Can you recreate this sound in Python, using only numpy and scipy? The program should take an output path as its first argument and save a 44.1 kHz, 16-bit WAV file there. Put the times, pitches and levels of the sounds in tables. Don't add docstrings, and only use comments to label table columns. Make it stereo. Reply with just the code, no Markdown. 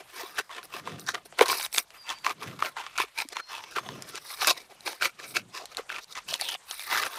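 import sys
import numpy as np
from scipy import signal
from scipy.io import wavfile
from scipy.ndimage import uniform_filter1d

SR = 44100
rng = np.random.default_rng(int(sys.argv[2]) if len(sys.argv) > 2 else 0)


def master_out(mix):
    frames = np.transpose(np.atleast_2d(mix))
    ceiling = np.clip(frames, -1, 1)
    pcm = np.round(ceiling * 32767).astype(np.int16)
    wavfile.write(sys.argv[1], SR, pcm)


N = 316901

# time of full bite in seconds, rise, hold and fall in seconds, crunch level
# (0.8-3.5 kHz) in dB, then the hollow (0.3-0.8 kHz), bright (3.5-7.5 kHz) and top (7.5-15 kHz) parts
# in dB relative to the crunch.
JAW_STROKES = [ (.004, 0.057, 0.005, 0.034, -48.5, 2.5, -12, -10),
               (0.187, 0.12, 0.024, 0.24, -39, -8.5, -5.5, -5.5),
               (0.395, 0.041, 0.0011, 0.022, -22.5, -23, -9.5, -15),
               (0.501, 0.007, 0.033, 0.034, -40, -21, -41, -25),
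               (.55, .006, 0.042, 0.046, -40, -7.5, -29, -25),
               (.635, 0.0086, 0.02, 0.016, -53.5, 1.5, 1, 6),
               (.745, 0.061, 0.04, 0.039, -37, -11.5, -13, -12),
               (0.873, 0.05, .002, 0.25, -41, -2.5, -36, -26),
               (1.0, 0.022, 0.0066, 0.077, -55, -12, 5.5, 7.5),
               (1.089, 0.025, 0.0022, 0.037, -27, -16.5, -1, -19),
               (1.142, 0.01, 0.011, 0.058, -36, -1.5, -37, -17),
               (1.258, 0.011, .002, 0.017, -46.5, -1, 1.5, 3.5),
               (1.325, 0.0036, .002, 0.029, -58, 6, -18, -20),
               (1.393, 0.021, 0.0018, 0.027, -25.5, -4.5, -19, -17),
               (1.408, 0.0072, 0.018, 0.041, -22.5, -1.5, -21, -12.5),
               (1.458, 0.0055, 0.014, 0.026, -28.5, -18, -8, -11),
               (1.489, 0.016, 0.033, 0.1, -27.5, -8.5, -1.5, -2.5),
               (1.566, .02, 0.093, 0.022, -39, -23, 2.5, 4.5),
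               (1.746, 0.027, .002, 0.076, -44, -5.5, 8, 15),
               (1.778, 0.0034, 0.0033, 0.034, -24, -11, -0.5, 2.5),
               (1.946, 0.019, 0.0012, 0.095, -47.5, -12.5, -15.5, -6.5),
               (2.098, 0.057, 0.012, 0.073, -31.5, -43, -13, -22),
               (2.248, 0.014, 0.072, 0.017, -32, -14, -15, -15),
               (2.428, 0.049, .002, 0.2, -37, -7.5, -14, -14.5),
               (2.592, 0.013, 0.041, .02, -41, -19, -17, -16),
               (2.623, 0.012, 0.047, 0.053, -33.5, -8.5, -12.5, -10),
               (2.768, 0.015, 0.011, 0.21, -35, -22, -48, -27),
               (2.956, 0.0038, 0.011, 0.011, -36.5, -30, -22, -22),
               (2.979, 0.0032, 0.045, 0.036, -27.5, -28, -17, -15),
               (3.07, .02, 0.014, 0.019, -50, -25, -33, -22.5),
               (3.182, 0.028, 0.036, 0.035, -31.5, -42, -6, -10.5),
               (3.324, 0.031, 0.006, 0.022, -40.5, -6, -4, -20),
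               (3.361, 0.023, 0.046, 0.016, -39, -14.5, -17, -22),
               (3.522, 0.062, 0.0023, 0.29, -35.5, -52, -18, -19),
               (3.72, 0.024, 0.021, .02, -47.5, -15, 2, -5),
               (3.761, 0.017, 0.029, 0.023, -30, -15, -43, -24),
               (3.88, 0.43, .002, 0.56, -46, -2.5, -18, -14),
               (4.09, 0.036, 0.0086, 0.028, -43, -8, -3, -1.5),
               (4.15, 0.059, 0.031, 0.014, -39.5, -24, -4, -27),
               (4.311, 0.14, .002, 0.23, -42.5, -39, 2, 2), (4.42, 0.055, 0.065, .02, -30, -15, -0.5, -7),
               (4.472, 0.012, 0.03, 0.02, -23, -14, -1, -5.5), (4.503, .02, 0.0052, 0.022, -19, -9, 1, -10),
               (4.577, 0.12, 0.0013, 0.099, -44.5, -4.5, 0, -6.5),
               (4.713, 0.032, 0.0017, 0.061, -54, 6, -3.5, -16),
               (4.866, 0.037, 0.03, 0.098, -35.5, -6, -2, -5.5),
               (5.023, 0.02, 0.035, 0.041, -24.5, -13.5, -7, -12),
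               (5.197, 0.023, 0.066, 0.018, -42.5, -8, -6, -19),
               (5.28, 0.052, 0.078, .02, -53, -4, 2.5, 8.5),
               (5.368, 0.032, 0.0027, 0.037, -24.5, -12, -6, -15),
               (5.551, 0.035, 0.037, 0.083, -39, -13, -3.5, -20),
               (5.62, 0.12, 0.022, 0.023, -54.5, 10.5, -5, -20),
               (5.719, 0.042, 0.013, .02, -49.5, -5, -4, -11),
               (5.787, 0.027, 0.0023, 0.034, -32, -6.5, -23, -22),
               (5.895, 0.011, 0.1, 0.019, -38, -13.5, -22, -23.5),
               (6.028, 0.037, 0.011, 0.017, -63.5, 2, 17.5, 7),
               (6.099, .03, 0.034, 0.02, -52.5, -9, 4.5, -3),
               (6.152, 0.0037, 0.038, 0.03, -37, -39, -13, -30),
               (6.288, 0.022, 0.071, 0.032, -38, -12, 0, -6.5),
               (6.396, 0.018, 0.15, 0.017, -39.5, -13, -5, -3.5),
               (6.7, 0.05, 0.23, 0.026, -45, -35, -0.5, 3),
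               (6.919, 0.097, 0.084, 0.085, -27.5, -22, -7, -8.5),
               (7.0, 0.026, 0.07, 0.039, -31.5, -10.5, -10, -9.5),
               (7.115, 0.053, 0.083, 0.056, -39.5, -12, -7, -5.5)]
SWELL_SHARES = (1, 1, 1, 0.85)
# frequency in Hz, relative level in dB per Hz.
CRUNCH_COLOUR = [(150, -52), (250, -52), (386, -10.5), (597, -15), (1020, 0), (1850, 1.5), (2200, -7.5),
                 (3400, -4.5), (5500, -9), (7400, -37), (16000, -32)]
# time in seconds, first resonance in Hz, second resonance in Hz,
# level of the second in dB relative to the first.
MOUTH_RESONANCES = [(0.0, 850, 2260, -7), (0.1, 1090, 2460, 7), (0.2, 890, 2090, -1),
                    (0.422, 1570, 2620, -4), (0.48, 925, 2430, -18), (0.56, 1190, 2460, -1.5),
                    (0.98, 1130, 2600, -1), (1.08, 1520, 2180, -13), (1.32, 779, 2600, 3),
                    (1.34, 1010, 2400, 0), (1.86, 1270, 2380, 9.5), (2.08, 926, 2400, 1.5),
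                    (2.7, 1320, 2210, -5), (2.74, 860, 2450, -9), (2.96, 1310, 2420, 13.5),
                    (3.2, 876, 2320, 6.5), (3.44, 1370, 2200, -2), (3.48, 990, 2830, -7.5),
                    (3.7, 1000, 2233, 11), (3.72, 1420, 2700, 10), (3.82, 1180, 2180, -12),
                    (3.86, 1020, 3170, -3), (4.04, 1220, 2150, 3), (4.2, 1440, 2650, 4),
                    (4.24, 1110, 1990, -2), (4.46, 1150, 2450, 7), (4.74, 795, 2310, 8),
                    (4.78, 990, 2500, 11), (4.94, 880, 2100, -5), (4.98, 1540, 2200, 8.5),
                    (5.2, 1090, 2320, 4), (5.42, 1490, 2480, 15), (5.44, 960, 2460, 5),
                    (5.92, 1410, 2480, 3), (6.04, 1110, 2440, 7), (6.16, 1170, 2080, 0),
                    (6.36, 960, 3080, 18), (6.4, 766, 2200, -4), (6.48, 950, 3000, 15.5),
                    (6.57, 780, 2870, -7), (6.84, 1650, 2190, 17), (6.92, 930, 1980, -6),
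                    (7.05, 1270, 2450, 0), (7.19, 950, 2150, -17)]
# time in seconds, peak of the ring in dB, pitch of the ring in Hz, peak of the
# crack in dB relative to the ring.
FIBRE_SNAPS = [(0.233, -38.5, 380, -15), (0.384, -25.5, 1570, 4), (0.398, -37.5, 420, 16),
               (0.494, -37.5, 1020, -19), (0.548, -35.5, 3700, -14), (0.63, -39, 1490, 7),
               (0.739, -33.5, 1070, -3), (0.745, -42, 382, -17), (0.874, -24.5, 1020, -38),
               (0.996, -36.5, 5500, 12), (1.065, -32, 4640, -21), (1.078, -34, 1570, -12),
               (1.089, -17.5, 1530, -23), (1.146, -28.5, 1840, 13.5), (1.153, -27, 1840, 10),
               (1.325, -42, 700, 9.5), (1.388, -24, 4360, 4), (1.392, -16.5, 1420, -10),
               (1.392, -16, 2060, -18), (1.41, -8.5, 2226, -6), (1.411, -9, 473, -19),
               (1.424, -15.5, 1010, -8), (1.459, -23, 4170, -7), (1.466, -32, 1090, 3),
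               (1.483, -26, 4300, 14), (1.499, -21.5, 1075, 14), (1.529, -21.5, 1420, 6),
               (1.598, -30.5, 900, 12), (1.611, -31, 1510, 15), (1.623, -29, 5730, 0),
               (1.628, -25.5, 4600, 9), (1.652, -42, 1300, 16), (1.663, -40, 3000, 23),
               (1.728, -28, 5550, 7), (1.746, -24, 2420, 7), (1.762, -23.5, 2160, 6.5),
               (1.774, -38, 2520, 11), (1.782, -10.5, 3510, 5), (1.905, -43, 3040, 13),
               (2.054, -43, 1020, -1.5), (2.092, -23, 3440, -20), (2.102, -22.5, 3330, -11),
               (2.186, -44, 3500, 8), (2.246, -23, 2520, -12), (2.265, -14.5, 1097, 5),
               (2.295, -26, 2500, 5), (2.298, -30, 760, -15), (2.423, -30, 1040, -26),
               (2.624, -11, 1240, -9), (2.659, -25, 2220, -14), (2.767, -26.5, 980, -18),
               (2.8, -29.5, 965, -30), (2.865, -31, 1250, 9.5), (2.956, -40, 1450, -6),
               (2.978, -24.5, 2450, 11.5), (2.984, -19, 1390, -16), (3.001, -14.5, 1030, -11),
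               (2.997, -36, 384, -19.5), (3.017, -20, 2480, -16), (3.038, -41, 420, -9),
               (3.177, -27, 2340, -9), (3.186, -25, 4700, -17), (3.187, -21, 2500, -21),
               (3.202, -18.5, 2390, -9), (3.249, -44, 283, -15), (3.288, -36.5, 5240, 15.5),
               (3.324, -35, 4530, -12), (3.325, -47, 453, -17), (3.368, -22.5, 990, 8),
               (3.4, -27, 1430, -20), (3.764, -34, 1480, -18), (3.766, -36.5, 428, -15),
               (3.784, -19.5, 1164, -26), (3.889, -31.5, 990, 11.5), (4.023, -33, 5030, 13),
               (4.142, -41, 407, -13), (4.156, -29.5, 4460, 12), (4.303, -33, 2050, -9),
               (4.418, -23, 1470, 5), (4.426, -22, 790, -5), (4.446, -18.5, 1410, 5.5),
               (4.472, -11, 5250, 8), (4.496, -24, 3830, 15), (4.504, -19, 4700, -1),
               (4.508, -26, 604, -19.5), (4.567, -41, 1030, 3), (4.807, -36.5, 4050, 5.5),
               (4.867, -26.5, 2400, -16), (4.876, -32, 870, 14.5), (4.93, -38, 910, 7),
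               (5.012, -24, 1540, -5), (5.023, -15, 1470, -23), (5.199, -33, 1690, -30),
               (5.348, -48, 338, -22), (5.359, -21, 2450, -23), (5.368, -17, 1600, -35),
               (5.545, -49, 4150, -13), (5.656, -33.5, 4100, 13), (5.748, -37, 3700, 9),
               (5.77, -21.5, 4140, 3.5), (5.793, -32.5, 482, -7), (5.901, -23, 1550, -20),
               (5.926, -29, 2170, -12), (5.962, -25.5, 2400, -23.5), (6.043, -36.5, 4580, -3),
               (6.125, -30.5, 3800, -14), (6.154, -37, 2100, 12), (6.188, -36, 1160, -12),
               (6.287, -25.5, 3050, -1), (6.325, -30.5, 646, -11.5), (6.31, -25, 4940, -15),
               (6.34, -18.5, 3230, 10), (6.398, -28, 1980, -6), (6.412, -17.5, 4600, 7),
               (6.419, -28, 766, -11), (6.487, -22, 3100, -4), (6.49, -21, 3200, 6),
               (6.501, -28, 3000, -23), (6.542, -24, 2960, -29), (6.55, -33.5, 783, 13),
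               (6.711, -31, 3100, 17), (6.795, -26.5, 3580, 7), (6.824, -39.5, 2110, 13.5),
               (6.918, -32, 1030, -1), (6.927, -19, 960, -8), (6.948, -21.5, 1300, 3),
               (6.957, -20.5, 1560, -8), (6.975, -22, 1530, 12), (6.985, -21, 2020, -1),
               (7.035, -23, 1550, 10), (7.064, -40, 2440, -6)]
# time of full flow in seconds, length of rise and fall together in seconds,
# level in dB.
BREATH_PUFFS = [(0.933, 0.55, -41), (2.49, 0.46, -42), (3.927, 0.45, -40), (5.374, 0.48, -46.5),
                (6.29, 0.21, -50.5)]
# frequency in Hz, relative level in dB per Hz.
BREATH_SPECTRUM = [(18, -65), (30, -21), (75, 8.5), (125, 11), (192, 5.5), (313, 0), (436, 0), (700, -29),
                   (910, -37.5), (1540, -120)]
# start in seconds, length in seconds, first pitch in Hz, last pitch in Hz,
# level in dB.
BIRD_WHISTLES = [(.4, 0.21, 5080, 5050, -64), (1.965, 0.28, 4990, 4630, -51),
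                 (3.32, 0.21, 4190, 4220, -50.5), (3.45, 0.1, 4350, 4370, -55),
                 (3.6, 0.099, 6200, 6080, -60), (3.777, .19, 6400, 6350, -60),
                 (4.02, 0.12, 5080, 5120, -59)]
# time it reaches full level in seconds, time held there in seconds, level in dB.
TWITTERS = [(3.443, .15, -54.5), (3.624, 0.072, -62), (3.933, 0.395, -59)]
# frequency in Hz, relative level in dB per Hz.
AIR_COLOUR = [(15, -22), (40, -3), (200, -21), (450, -10.5), (714, -3.5), (2480, -7), (12200, -17),
              (14800, -38.5), (16000, -35.5)]
# frequency in Hz, side level in dB relative to the mid level.
STEREO_WIDTH = [(60, -26), (240, -5.5), (950, -7.5), (3770, -5.5), (15000, -6)]

SWELL_DB = 25
CELLS_PER_S = 350
MOUTH_LIFT_DB, MOUTH_WIDTH_OCTAVES = 10.5, 0.2
RIP_S, RIP_LENGTH_S, RIP_SETTLE_S, RIP_FADE_S = 6.41, 0.158, 0.049, 0.011
RIP_FROM_HZ, RIP_TO_HZ = 4400, 3120
RIP_DB, RIP_SAG_DB_PER_S = -34, 25
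PUFF_RISE_SHARE = 0.46
REST_DB, THUMP_DB = -75.5, -31
WHISTLE_FADE_S, WHISTLE_SETTLE_S, WHISTLE_SAG_DB_PER_S = 0.035, 0.055, 10
AIR_DB = -57
CUTOFF_HZ = 16500


def jaw_gains(cut_db):
    gains = np.zeros((4, N))
    for s, rise_s, hold_s, fall_s, db, hollow_db, bright_db, top_db in JAW_STROKES:
        start = max(0, int((s - 2 * rise_s) * SR))
        end = int((s + hold_s + 2 * fall_s) * SR)
        span = slice(start, end)
        shape_db = swell_db(np.arange(N)[span] / SR - s, rise_s, hold_s, fall_s)
        cut_off_db = 3 * np.minimum(0, shape_db + cut_db)
        shapes_db = np.outer(SWELL_SHARES, shape_db) + cut_off_db
        parts_db = db + np.array([[hollow_db], [0], [bright_db], [top_db]])
        gains[:, span] = np.maximum(gains[:, span], amp(parts_db + shapes_db))
    return gains


def crushing(jaw, size_db, wet_db, sharpness, clump_db, mouth_db):
    born = rng.random((4, N)) < CELLS_PER_S / SR
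    sizes = born * amp(size_db * np.minimum(rng.exponential(1, (4, N)), 3.0))
    bursts = rms_one(signal.lfilter([1], [1, -0.96], sizes))
    pressure = (bursts + amp(wet_db)) * amp(clump_db * drift(32))
    white = rng.standard_normal((2, 2, N))
    parts = np.zeros((4, 2, N))
    for k, hz in enumerate(np.geomspace(330, 14000, 30)):
        part = np.searchsorted([800, 3500, 7500], hz)
        mid, side = resonance(white[k % 2] * pressure[part], hz, hz / sharpness)
        gain_db = at_hz(CRUNCH_COLOUR, hz) + mouth_db * (1000 / hz) ** 0.067 * drift(11.85)
        if 550 < hz < 4500:
            gain_db = gain_db + mouth_lift_db(hz)
        parts[part] += amp(gain_db) * spread(mid, side, hz)
    power = (parts ** 2).mean(axis=1)
    slow_level = np.sqrt(uniform_filter1d(power, size=2200) + 1e-12)
    return (jaw / slow_level)[:, None] * parts


def mouth_lift_db(hz):
    s, first_hz, second_hz, second_db = np.transpose(MOUTH_RESONANCES)
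    t = np.arange(0, N + 20, 20) / SR
    near = []
    for track_hz in (first_hz, second_hz):
        octaves_away = np.log2(hz / np.interp(t, s, track_hz))
        near.append(np.exp(-(octaves_away / MOUTH_WIDTH_OCTAVES) ** 2))
    second_lift_db = MOUTH_LIFT_DB + np.interp(t, s, second_db)
    lift_db = MOUTH_LIFT_DB * near[0] + second_lift_db * near[1]
    return np.repeat(lift_db, repeats=20)[:N]


def snaps(cycles, low_damping, knock_db, knock_s, burst_s, tick_s, tail_s, tail_db, dull_hz, right_lean_db):
    out, t = np.zeros((2, N + 3000)), np.arange(3000) / SR
    for s, db, hz, crack_db in FIBRE_SNAPS:
        noise = rng.standard_normal((4, len(t)))
        push_s = burst_s + 0.5 / hz
        push = (1 + np.abs(noise[0])) * t / push_s * np.exp(-t / push_s)
        ring_s = cycles / hz * (hz / 1000) ** low_damping
        body = ring(push * np.cos(2 * np.pi * hz * t), hz, ring_s)
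        knock = resonance(noise[3] * np.exp(-t / knock_s), 1.7 * hz, 0.5 * hz)
        body = body / np.abs(body).max() + amp(knock_db) * knock / np.abs(knock).max()

        tick = np.exp(-t / tick_s)
        shape = tick + amp(tail_db) * (np.exp(-t / tail_s) - tick)
        broad = signal.butter(3, [700, dull_hz + 2 * hz], "band", fs=SR, output="sos")
        crack = signal.sosfilt(broad, spread(*noise[1:3], 4000) * shape)

        lean = amp(right_lean_db * (hz < 600) * np.array([[0], [1]]))
        snap = lean * body + amp(crack_db) * crack / np.abs(crack).max()
        at = round(s * SR)
        out[:, at:at + len(t)] += amp(db) * snap
    return out[:, :N]


def rip(width_hz, grain_db):
    low_pass = signal.butter(2, width_hz, fs=SR, output="sos")
    slow = signal.sosfilt(low_pass, rng.standard_normal((2, N)))
    tone = glide(RIP_S, RIP_LENGTH_S, RIP_FROM_HZ, RIP_TO_HZ, RIP_SETTLE_S, RIP_FADE_S)
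    sagging_db = RIP_DB - RIP_SAG_DB_PER_S * (np.arange(N) / SR - RIP_S)
    level_db = np.minimum(sagging_db, RIP_DB) + grain_db * drift(180)
    return rms_one(spread(*slow, 3500)) * tone * amp(level_db)


def breath(jaw):
    t = np.arange(N) / SR
    flow = np.zeros(N)
    for s, length_s, db in BREATH_PUFFS:
        rise_s, fall_s = PUFF_RISE_SHARE * length_s, (1 - PUFF_RISE_SHARE) * length_s
        flow += amp(db + swell_db(t - s, rise_s, 0, fall_s))
    rest = amp(REST_DB + 6 * drift(3))
    thump = amp(THUMP_DB) * uniform_filter1d(jaw, size=1300)
    low = banded_noise(BREATH_SPECTRUM, patchy_db=2.0)
    high_pass = signal.butter(5, 120, "high", fs=SR, output="sos")
    puffs = signal.sosfilt(high_pass, (flow + rest) * low)
    return puffs + thump * low


def birds(blur_hz, blur_db):
    t = np.arange(N) / SR
    out = np.zeros(N)
    for s, length_s, from_hz, to_hz, db in BIRD_WHISTLES:
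        level_db = db - WHISTLE_SAG_DB_PER_S * np.clip(t - s, 0, length_s)
        out += amp(level_db) * glide(s, length_s, from_hz, to_hz, WHISTLE_SETTLE_S, WHISTLE_FADE_S)
    flutter = amp(2.5 * drift(20))
    blur = amp(blur_db) * np.array([drift(blur_hz), drift(blur_hz)])
    return out * (flutter + blur)


def twitter(low_hz, high_hz, patchy_db):
    band_pass = signal.butter(3, [low_hz, high_hz], "band", fs=SR, output="sos")
    band = signal.sosfilt(band_pass, rng.standard_normal((2, N)))
    t = np.arange(N) / SR
    level = sum(amp(db + swell_db(t - s, 0.061, hold_s, 0.089)) for s, hold_s, db in TWITTERS)
    return level * rms_one(band) * amp(patchy_db * drift(25))


def air_hiss(patchy_db):
    return amp(AIR_DB + 2 * drift(2)) * banded_noise(AIR_COLOUR, patchy_db)


def banded_noise(spectrum, patchy_db):
    out, edges = 0, 25 * 2 ** np.arange(0, 9.6, 0.5)
    white = rng.standard_normal((2, 2, N))
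    for k, (low, high) in enumerate(zip(edges, edges[1:])):
        band_pass = signal.butter(2, [low, high], "band", fs=SR, output="sos")
        mid, side = signal.sosfilt(band_pass, white[k % 2])
        hz = np.sqrt(low * high)
        gain = amp(at_hz(spectrum, hz) + patchy_db * drift(20.1))
        out = out + gain * spread(mid, side, hz)
    return rms_one(out)


def glide(s, length_s, from_hz, to_hz, settle_s, fade_s):
    out, t = np.zeros(N), np.arange(int(length_s * SR)) / SR
    hz = to_hz + (from_hz - to_hz) * np.exp(-t / settle_s)
    fade = np.clip(np.minimum(t, length_s - t) / fade_s, 0, 1)
    at = int(s * SR)
    out[at:at + len(t)] = fade * np.sin(2 * np.pi * np.cumsum(hz) / SR)
    return out


def ring(x, hz, t60):
    r, w = amp(-60 / (t60 * SR)), 2 * np.pi * hz / SR
    return signal.lfilter([0, np.sin(w)], [1, -2 * r * np.cos(w), r * r], x + 1e-18)


def resonance(x, hz, width_hz):
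    r = np.exp(-np.pi * width_hz / SR)
    feedback = [1, -2 * r * np.cos(2 * np.pi * hz / SR), r * r]
    return signal.lfilter([(1 - r * r) / 2, 0, (r * r - 1) / 2], feedback, x)


def swell_db(t, rise_s, hold_s, fall_s):
    before = -t / max(rise_s, 1e-3)
    after = (t - hold_s) / max(fall_s, 1e-3)
    return -SWELL_DB * np.maximum(0, np.maximum(before, after))


def drift(rate_hz):
    r = np.exp(-40 * np.pi * rate_hz / SR)
    noise = rng.standard_normal(N // 20 + 2002)
    slow = signal.lfilter([1], [1, -2 * r, r * r], noise)[2000:]
    return np.interp(np.arange(N) / 20, np.arange(len(slow)), rms_one(slow))


def spread(mid, side, hz):
    return mid + amp(at_hz(STEREO_WIDTH, hz)) * side * [[1], [-1]]


def at_hz(points, hz):
    table_hz, table_db = np.transpose(points)
    return np.interp(np.log(hz), np.log(table_hz), table_db)


def amp(db):
    return 10 ** (np.asarray(db) / 20)


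def rms_one(x):
    return x / np.sqrt(np.mean(x ** 2) + 1e-20)


def scene():
    jaw = jaw_gains(cut_db=33.5)
    crushed = crushing(jaw, size_db=5.5, wet_db=3.0, sharpness=15.0, clump_db=2.5, mouth_db=3.5)
    mouth = crushed.sum(axis=0)
    mouth += snaps(cycles=10.0, low_damping=0.25, knock_db=-2.5, knock_s=0.0011, burst_s=0.0002,
                   tick_s=0.0004, tail_s=0.0059, tail_db=-18, dull_hz=2200, right_lean_db=7.0)
    mouth += rip(width_hz=450, grain_db=3.5)
    mouth = signal.sosfilt(signal.butter(3, 260, "high", fs=SR, output="sos"), mouth)
    far = birds(blur_hz=70, blur_db=-7) + twitter(low_hz=5000, high_hz=6000, patchy_db=4.0)
    return mouth + breath(jaw[1]) + far + air_hiss(patchy_db=3.5)


def record(dry):
    dry = signal.sosfilt(signal.butter(2, 12500, fs=SR, output="sos"), dry)
    dry = dry * amp([[-0.4], [0.4]])
    rounded = 1.277 * np.tanh(dry / 1.298)
    return signal.sosfilt(signal.cheby2(12, 60, CUTOFF_HZ, fs=SR, output="sos"), rounded)


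dry = scene()
out = record(dry)
master_out(out)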